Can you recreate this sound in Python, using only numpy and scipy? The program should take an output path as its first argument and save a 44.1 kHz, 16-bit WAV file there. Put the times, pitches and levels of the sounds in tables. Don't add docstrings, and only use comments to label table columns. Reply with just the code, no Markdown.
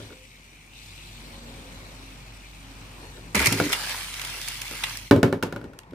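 import sys
import numpy as np
from scipy import signal
from scipy.fft import rfft, irfft, next_fast_len
from scipy.io import wavfile
from scipy.ndimage import uniform_filter1d, map_coordinates

SR = 44100
rng = np.random.default_rng(int(sys.argv[2]) if len(sys.argv) > 2 else 0)


def boost(x):
    u = np.asarray(x, float) / 20
    return 10 ** u


def to_wav(sig):
    pcm = np.clip(np.atleast_2d(sig), -1, 1) * 32767
    pcm = np.round(pcm).astype(np.int16)
    wavfile.write(sys.argv[1], SR, pcm.T)


N = 261954
TOP_HZ = 15600
SEATED_S = 3.49

# (frequency [Hz], width [Hz], level [dB])
SHELL = [(1977, 330, 2.5), (2430, 830, 1.5), (2795, 76, 6), (3130, 600, -3.5), (4190, 520, 0.5)]
# (frequency [Hz], density [dB per Hz])
FIZZ = [(3000, -41.5), (4300, 1.5), (5300, -0.5), (6500, -4.5), (7500, -5.5), (9500, -4.5), (11500, -9),
        (13000, -11.5), (15400, -12), (16200, -68)]
# (frequency [Hz], width [Hz], level [dB])
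HOLLOW = [(454, 780, -8.5), (955, 176, 3), (1197, 210, 1), (1694, 290, 3)]
# (frequency [Hz], width [Hz], level [dB])
SOCKET = [(2120, 340, -0.5), (2378, 97, 5.5), (2700, 660, -13)]
# (frequency [Hz], likeness [0-1])
RATTLE_ALIKE = [(100, 0.95), (600, 0.95), (1500, 0.59), (3000, 0.18), (8000, 0.088)]
# (frequency [Hz], level [dB], decay t60 [s])
BOOM = [(108, -2, 0.3), (166, -1, 0.227), (230, -0.5, 0.15), (253, 1.5, 0.11), (278.6, -2.5, 0.48),
        (331.4, -10.5, 0.46), (352, -2.5, 0.12), (389, 1.5, 0.12), (434, -1, 0.08), (495, -12, 0.3),
        (559, -8, 0.24), (626, -14, 0.076), (818, -31.5, 0.13)]


def unit(x):
    return x / np.sqrt(np.mean(x ** 2) + 1e-20)


def along(points, hz):
    f, v = np.transpose(points)
    return np.interp(np.log(hz + 1), np.log(f + 1), v)


def curves(rows):
    s, *cols = np.transpose(rows)
    t = np.arange(N) / SR
    return np.array([np.interp(t, s, c, left=-150, right=-150) for c in cols])


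def wobble(rate):
    coarse = np.arange(0, N + 64, 64)
    knots = rng.standard_normal(int(N * rate / SR) + 4)
    return np.interp(np.arange(N), coarse, map_coordinates(knots, [coarse * rate / SR]))


def filtered(x, response):
    n = x.shape[-1]
    m = 2 * next_fast_len(n // 2 + 2048)
    return irfft(rfft(x, m) * response(np.fft.rfftfreq(m, 1 / SR)), m)[..., :n]


def body(modes):
    def response(f):
        return sum((-1) ** k * boost(db) * 1j * f * w / (c * c - f * f + 1j * f * w)
                   for k, (c, w, db) in enumerate(modes))
    return response


def colour(spectrum):
    def response(f):
        cep = irfft(np.log(boost(along(spectrum, f)) + 1e-6))
        half = len(cep) // 2
        folded = np.r_[cep[0], 2 * cep[1:half], cep[half], np.zeros(len(cep) - half - 1)]
        return np.exp(rfft(folded))
    return response


def grit(rate, spread_db, smooth):
    touch = (rng.random(N) < rate / SR) * boost(spread_db * np.clip(rng.standard_normal(N), -2, 2))
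    life = np.exp(-np.arange(96) / 22)
    return (unit(np.convolve(touch, life)[:N]) + smooth) * rng.standard_normal((2, N))


def spread(pair, response, alike, lead=0, patchy_db=2.5):
    z = signal.stft(pair, nperseg=512)[2]
    field = uniform_filter1d(rng.standard_normal(z.shape[1:]), size=3, axis=0)
    field = uniform_filter1d(field, size=12, axis=1)
    pair = signal.istft(z * boost(patchy_db * unit(field)), nperseg=512)[1][:, :N]

    def turn(f):
        return np.arccos(np.clip(along(alike, f), -1, 1)) / 2

    mid, side = filtered(pair, lambda f: response(f) * (f < TOP_HZ) * [np.cos(turn(f)), np.sin(turn(f))])
    return unit(np.array([np.roll(mid + side, -round(lead)), mid - side]))


def sides(pan_db):
    return boost(np.array([[pan_db / 2], [-pan_db / 2]]))


def spinning():
    # (time [s], rub of the tip [dB], give of the basin under it [dB])
    runs = [
        [(0, -50.5, -39), (.17, -58, -58), (.7, -61.5, -61.5), (.78, -52.5, -62), (1.0, -49.5, -62),
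         (1.28, -52.5, -48), (1.35, -54, -44.5), (1.5, -53.5, -45), (1.95, -54.5, -47), (2.3, -57, -56),
         (2.85, -56.5, -58), (3.05, -54, -43), (3.345, -57, -45)],
        [(5.45, -60, -47), (5.55, -85.5, -51), (5.66, -77.5, -42), (5.94, -89.5, -47)],
    ]
    # (frequency [Hz], width [Hz], level [dB])
    bearing = [(2880, 150, -2.5), (3500, 1000, -1.5), (4150, 1120, -1), (5120, 1000, -12)]
    # (frequency [Hz], density [dB per Hz])
    torn_air = [(4500, -8), (5800, 1.5), (7000, -2.5), (8000, 0.5), (9000, -4), (10000, -2), (11500, -13),
                (13000, -10), (14200, -5.5), (15400, -16)]
    # (frequency [Hz], density [dB per Hz])
    floor = [(71, 7.5), (120, -0.5), (237, 0), (328, -2.5), (533, -3), (619, -9), (1050, -7), (1330, -17.5),
             (1900, -7.5), (2470, -45), (4180, -120)]
    near = [(200, 1.0), (1000, 0.85), (10000, 0.05)]  # (frequency [Hz], left-right likeness [0-1])

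    rasp_db, drum_db = np.max([curves(rows) for rows in runs], axis=0)
    rub_db = rasp_db + 55
    whir_db = -53.5 + 0.4 * rub_db
    whir_db = whir_db - 0.2 * np.maximum(drum_db + 57.5, 0)
    hiss_db = -55.5 + 0.64 * rub_db
    digging = uniform_filter1d(np.clip(np.gradient(rasp_db) * SR, 0, 60), size=SR // 10)
    whir_hz = 2380 + 7 * digging + 45.08 * wobble(5)
    nod = wobble(24.1)

    slow = [filtered(grit(1500, 3.6, smooth=1.7), lambda f: 1 / (1 + 1j * f / 380) ** 2) for _ in range(2)]
    turns = 2 * np.pi * np.cumsum(whir_hz) / SR
    band = slow[0] * np.cos(turns) + slow[1] * np.sin(turns)
    whir = boost(whir_db + .8 * nod) * spread(band, np.ones_like, near, lead=17, patchy_db=1.5)
    rasp = boost(rasp_db + 0.23 * nod) * spread(grit(1900, 4.3, smooth=0.61), body(bearing), near, lead=17)
    hiss = boost(hiss_db + 0.088 * nod) * spread(grit(1900, 6.9, smooth=1.7), colour(torn_air), near, lead=17)
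    drum = spread(rng.standard_normal((2, N)), colour(floor), near, lead=9.9)
    drum = boost(drum_db - 1.5 + 0.94 * wobble(26.3)) * drum
    return sides(2.35) * (whir + rasp + hiss + drum)


def singing():
    # (start [s], end [s], frequency [Hz],
    # level [dB])
    sung = [(-.02, 0.09, 108, -44.5), (0.104, 0.265, 516, -58), (0.202, 0.627, 235.6, -62.5),
            (.95, 1.2, 349.5, -64.5), (1.106, 1.564, 235, -52.5), (1.25, 1.86, 548, -59),
            (1.417, 1.785, 275.3, -54), (1.621, 1.761, 515, -60), (1.814, 2.016, 595, -61.5),
            (1.876, 2.197, 267.8, -53.5), (2.544, 2.885, 272.4, -58), (3.348, 3.384, 200.3, -28.5),
            (3.362, 3.45, 71.3, -30), (3.458, 3.62, 109, -34.5), (5.88, 5.945, 173.2, -47.5),
            (3.612, 3.679, 290, -26.5)]
    out, t = np.zeros(N), np.arange(N) / SR
    for start, end, hz, db in sung:
        swell = np.clip(np.minimum(t - start, end - t) / (0.17 * (end - start)), 0, 1)
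        level = boost(db + 2.5 + 1.6 * wobble(6.7))
        cycles = hz * t + np.cumsum(1.14 * wobble(18)) / SR
        out += swell * level * np.sin(2 * np.pi * cycles)
    return out


def catch():
    # (time [s], scraping [dB])
    braking = [
        (3.347, -70),
        (3.37, -29.5),
        (3.445, -24),
        (3.475, -44),
        (3.53, -38),
        (3.68, -42),
        (4.05, -71),
    ]
    scrape_db, = curves(braking)
    t = np.arange(N) / SR
    grind_db = -32.5 - .7 * np.maximum(scrape_db + 34, 0)
    grind_db = grind_db - 150 * np.maximum(t - 3.653, 0)
    grind_db = grind_db - 150 * (t < braking[0][0])
    basin = [(hz, 30, db) for hz, db, _ in BOOM]
    scrape = spread(grit(350, 3.3, smooth=0.82), body(SOCKET), RATTLE_ALIKE, lead=2)
    grind = spread(grit(300, 1.3, smooth=0.99), body(basin), RATTLE_ALIKE)
    return boost(scrape_db) * sides(-1.5) * scrape + boost(grind_db) * grind


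def rattle():
    # (time [s], shaking [dB])
    shaking = [
        (3.347, -29),
        (3.55, -34),
        (3.8, -34.5),
        (3.94, -34.5),
        (4.12, -40),
        (4.25, -37.5),
        (4.6, -40),
        (4.9, -37.5),
        (5.105, -51),
    ]
    shell_db, = curves(shaking)
    shake_db = shell_db + 36
    fizz_db = -36.5 + shake_db
    hollow_db = -41 + 1.77 * shake_db
    chatter = grit(1200, 0.61, smooth=1.0) * boost(1.13 * wobble(45))
    fine = unit(grit(2000, 1.7, smooth=0.96)) * np.std(chatter)
    shell = spread(chatter, body(SHELL), RATTLE_ALIKE, lead=3)
    fizz = spread(0.75 * chatter + fine, colour(FIZZ), RATTLE_ALIKE, lead=3)
    hollow = spread(grit(600, 3.6, smooth=0.88), body(HOLLOW), RATTLE_ALIKE)
    return (boost(shell_db) * sides(-0.75) * shell + boost(fizz_db) * sides(-2.0) * fizz
            + boost(hollow_db + 0.43 * wobble(30)) * hollow)


def snaps():
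    # (time [s], peak [dB], brightness [dB])
    stutter = [(3.347, -12.5, -7.5), (3.3528, -12, 0), (3.3624, -17, -4), (3.377, -19, -2),
               (3.392, -12, -5), (3.4024, -21.5, 6.5), (3.4167, -17.5, 1), (3.4247, -15.5, -5),
               (3.4343, -26.5, -2), (3.4502, -14.5, -3), (3.4579, -7, -3), (3.468, -8, 3)]
    # (time [s], peak [dB], brightness [dB])
    slips = [(3.5234, -15.5, 5), (3.6206, -23, -12), (3.719, -16.5, -2), (3.7275, -9.5, -3.5),
             (3.8934, -21, 2), (4.14, -23, -2), (4.1949, -21.5, -5), (4.2147, -23, 2.5), (4.2482, -23, 0.5),
             (4.282, -26, -15), (4.415, -27, 4), (4.4767, -26, 2), (4.4834, -23, 6.5), (4.6159, -22, 2),
             (4.7111, -29, 6), (4.8357, -11.5, -4), (4.897, -35, 16), (4.9723, -30, 11.5),
             (5.4334, -25.5, 4), (5.789, -30, 2), (5.833, -45, -5), (5.9085, -47, -0.5)]
    out, t = np.zeros((2, N + SR)), np.arange(SR // 16) / SR
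    for s, db, bright_db in stutter + slips:
        seated = s >= SEATED_S
        dull_db, pan_db = np.array([-9, -1]) + rng.standard_normal(2) * [1, .5]
        length_ms = (6.65 if seated else 2.6) + 0.38 * (db + 18.5)
        u = t / (abs(length_ms) * 0.00034 + 1e-4)
        shared, own = rng.standard_normal(len(t)), rng.standard_normal((2, len(t)))
        burst = u * np.exp(1 - u) * (shared + 2.37 * own)
        paths = (body(SHELL if seated else SOCKET), colour(FIZZ), body(HOLLOW))
        parts = [filtered(burst, path) for path in paths]
        gains = boost(db + np.array([0, bright_db, dull_db]))
        slip = sum(g * p / np.abs(p).max() for g, p in zip(gains, parts))
        out[:, round((s - .0005) * SR):][:, :len(t)] += sides(pan_db) * slip
    return out[:, :N]


def ring(modes, t, factor, attack, twist):
    luck = rng.standard_normal((len(modes), 2)) * [2, .008]
    x = 0
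    for k, ((hz, db, t60), (more_db, shift)) in enumerate(zip(modes, luck)):
        fade = boost(db + more_db - 60 * t / (t60 * factor))
        x = x + fade * np.sin(2 * np.pi * hz * (1 + shift) * t + twist * k)
    x = x * (1 - np.exp(-t / attack))
    return x / np.abs(x).max()


def knocks():
    # (time [s], boom [dB], hardness [dB]); tip first is hard, a rock onto the rim is soft
    blows = [(0.001, -33.5, -11), (0.104, -39.5, -5.5), (0.125, -40.5, -4.5), (3.028, -37, -22),
             (3.174, -36.5, -9.5), (3.347, -27, 1.5), (3.402, -24.5, 4.5), (3.522, -17.5, -9),
             (3.599, -13.5, 1.5), (3.611, -16, -23), (4.711, -36.5, 0), (5.11, 1, -8.5),
             (5.161, -6.5, -20.5), (5.229, -3.5, -7.5), (5.279, -17, -35), (5.3255, -13, -6.5),
             (5.4254, -16, -2), (5.467, -25.5, -12.5), (5.524, -25, -4), (5.561, -26, -3.5),
             (5.613, -31.5, -9.5), (5.641, -27.5, -13.5), (5.733, -41.5, -2.5), (5.922, -32.5, -31.5),
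             (5.933, -27.5, -18.5)]
    # (frequency [Hz], level [dB], decay t60 [s])
    high_modes = [(687, -2, 0.093), (913, -1, 0.11), (1011, -1.5, 0.14), (1113, 2, 0.047),
                  (1293, -11, 0.083), (1472, 4.5, 0.058), (1766, -1.5, 0.1), (2246, -8.5, 0.23),
                  (2230, -11, 0.085), (2813, -9, 0.11)]
    # (frequency [Hz], density [dB per Hz])
    close_modes = [(250, -0.5), (500, 13), (700, 3), (1100, -2), (1700, -8), (2500, -20.5), (4000, -32),
                   (8000, -81)]
    # (frequency [Hz], density [dB per Hz])
    contact = [(1500, -43.5), (2500, 0), (4500, -5), (7500, -14), (11000, -15.5), (16500, -19.5)]
    out, t = np.zeros((2, N + SR)), np.arange(SR // 3) / SR
    basin = [(hz, 28, db) for hz, db, _ in BOOM]
    for s, db, clack_db in blows:
        factor = 0.36 if 3.45 < s < 3.7 else 0.56
        crack_db = -3 + 0.86 * clack_db

        shudder = unit(filtered(rng.standard_normal((2, len(t))), body(basin)))
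        shudder = shudder[0] + 0.17 * shudder[1] * np.array([[1], [-1]])
        rocking = boost(-60 * t / (0.33 * factor)) * (1 - np.exp(-t / 0.0023))
        boom = -ring(BOOM, t, factor, 0.0036, twist=-0.33) + 0.39 * rocking * shudder

        clack = np.array([ring(high_modes, t, factor, 0.00017, twist=1.353)
                          + 0.14 * ring(high_modes, t, factor, 0.0034, twist=side) for side in (.6, 2.4)])
        wash = rng.standard_normal(len(t)) + .5 * rng.standard_normal((2, len(t)))
        wash = filtered(wash, lambda f: colour(close_modes)(f) * (f < TOP_HZ))
        clack += 0.8 * boost(-60 * t / (0.3 * factor)) * unit(wash)
        clack += boost(-8.5 - .45 * max(db, -26) - 60 * t / 0.04) * np.sin(2 * np.pi * 1430 * t)

        grain = rng.standard_normal(len(t)) + rng.standard_normal((2, len(t)))
        buzz = 0.16 * boost(-60 * t / 0.22) * filtered(grain, lambda f: f < TOP_HZ)
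        crack = filtered(boost(-60 * t / 0.015) * grain + buzz, colour(contact))

        blow = boom + boost(clack_db - 4.0) * clack + boost(crack_db) * crack / np.abs(crack).max()
        start = round((s + .0008) * SR)
        out[:, start:][:, :len(t)] += boost(db) * sides(0.5) * blow
    return out[:, :N]


def walls(x):
    # (frequency [Hz], decay t60 [s])
    decay = [(150, 0.23), (1000, 0.32), (4000, 0.12), (12000, 0.12)]
    hz, t, z = signal.stft(rng.standard_normal((2, SR // 2)), SR, nperseg=256)
    tail = signal.istft(z * boost(-60 * t / along(decay, hz)[:, None]), SR, nperseg=256)[1]
    late = np.pad(x, ((0, 0), (260, 0)))
    return signal.fftconvolve(late, tail / np.linalg.norm(tail[0]), axes=1)[:, :N]


def room_noise():
    # (time [s], gain [dB])
    auto_gain = [(0, -4.5), (.63, -7.5), (.85, -3), (1.04, 0.5), (1.5, 2), (3.3, 1), (5.06, 1.5),
                 (5.12, -14), (5.5, -1.5), (5.75, -8.5), (5.94, -8.5)]
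    # (frequency [Hz], level [dB], width [Hz])
    fan = [(47.6, -44.5, 0.6), (102, -56, 8), (140.4, -58.5, 9.9), (178, -65, 13)]
    # (frequency [Hz], density [dB per Hz])
    room_air = [(35, -29), (60, -11.5), (110, -8.5), (160, -19.5), (250, -14), (450, -25), (900, -21.5),
                (1400, -24.5), (5000, -32), (9000, -44), (15500, -47.5)]
    # (frequency [Hz], likeness [0-1])
    air_alike = [(60, 0.74), (200, 0.91), (600, 0.42), (1500, 0), (8000, 0)]
    t = np.arange(N) / SR
    lines = 0
    for hz, db, w in fan:
        level = 2 ** .5 * boost(db + 0.31 * w * wobble(w + 2))
        cycles = hz * t + np.cumsum(w * wobble(w + 3)) / SR
        lines = lines + level * np.sin(2 * np.pi * cycles)
    air = spread(rng.standard_normal((2, N)), colour(room_air), air_alike, patchy_db=-0.3)
    air = boost(-52.0 + 1.9 * wobble(3.96)) * air
    return boost(curves(auto_gain)[0]) * (lines + air)


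def scene():
    hits = knocks() + snaps()
    bright = filtered(hits, lambda f: (1j * f / (600 + 1j * f)) ** 2 * (f < TOP_HZ))
    echo = boost(-11) * walls(bright)
    return hits + echo + spinning() + singing() + catch() + rattle() + room_noise()


def top_cut(x):
    return signal.sosfilt(signal.butter(12, 16820, fs=SR, output="sos"), x)


def record(dry):
    dry = filtered(dry, lambda f: (1j * f / (34 + 1j * f)) ** 3)
    soft = dry / (1 + np.abs(dry / .95) ** 8) ** (1 / 8)
    soft = filtered(soft, lambda f: 1 / (1 + (f / 16200) ** 40))
    return top_cut(soft)


dry = scene()
out = record(dry)
to_wav(out)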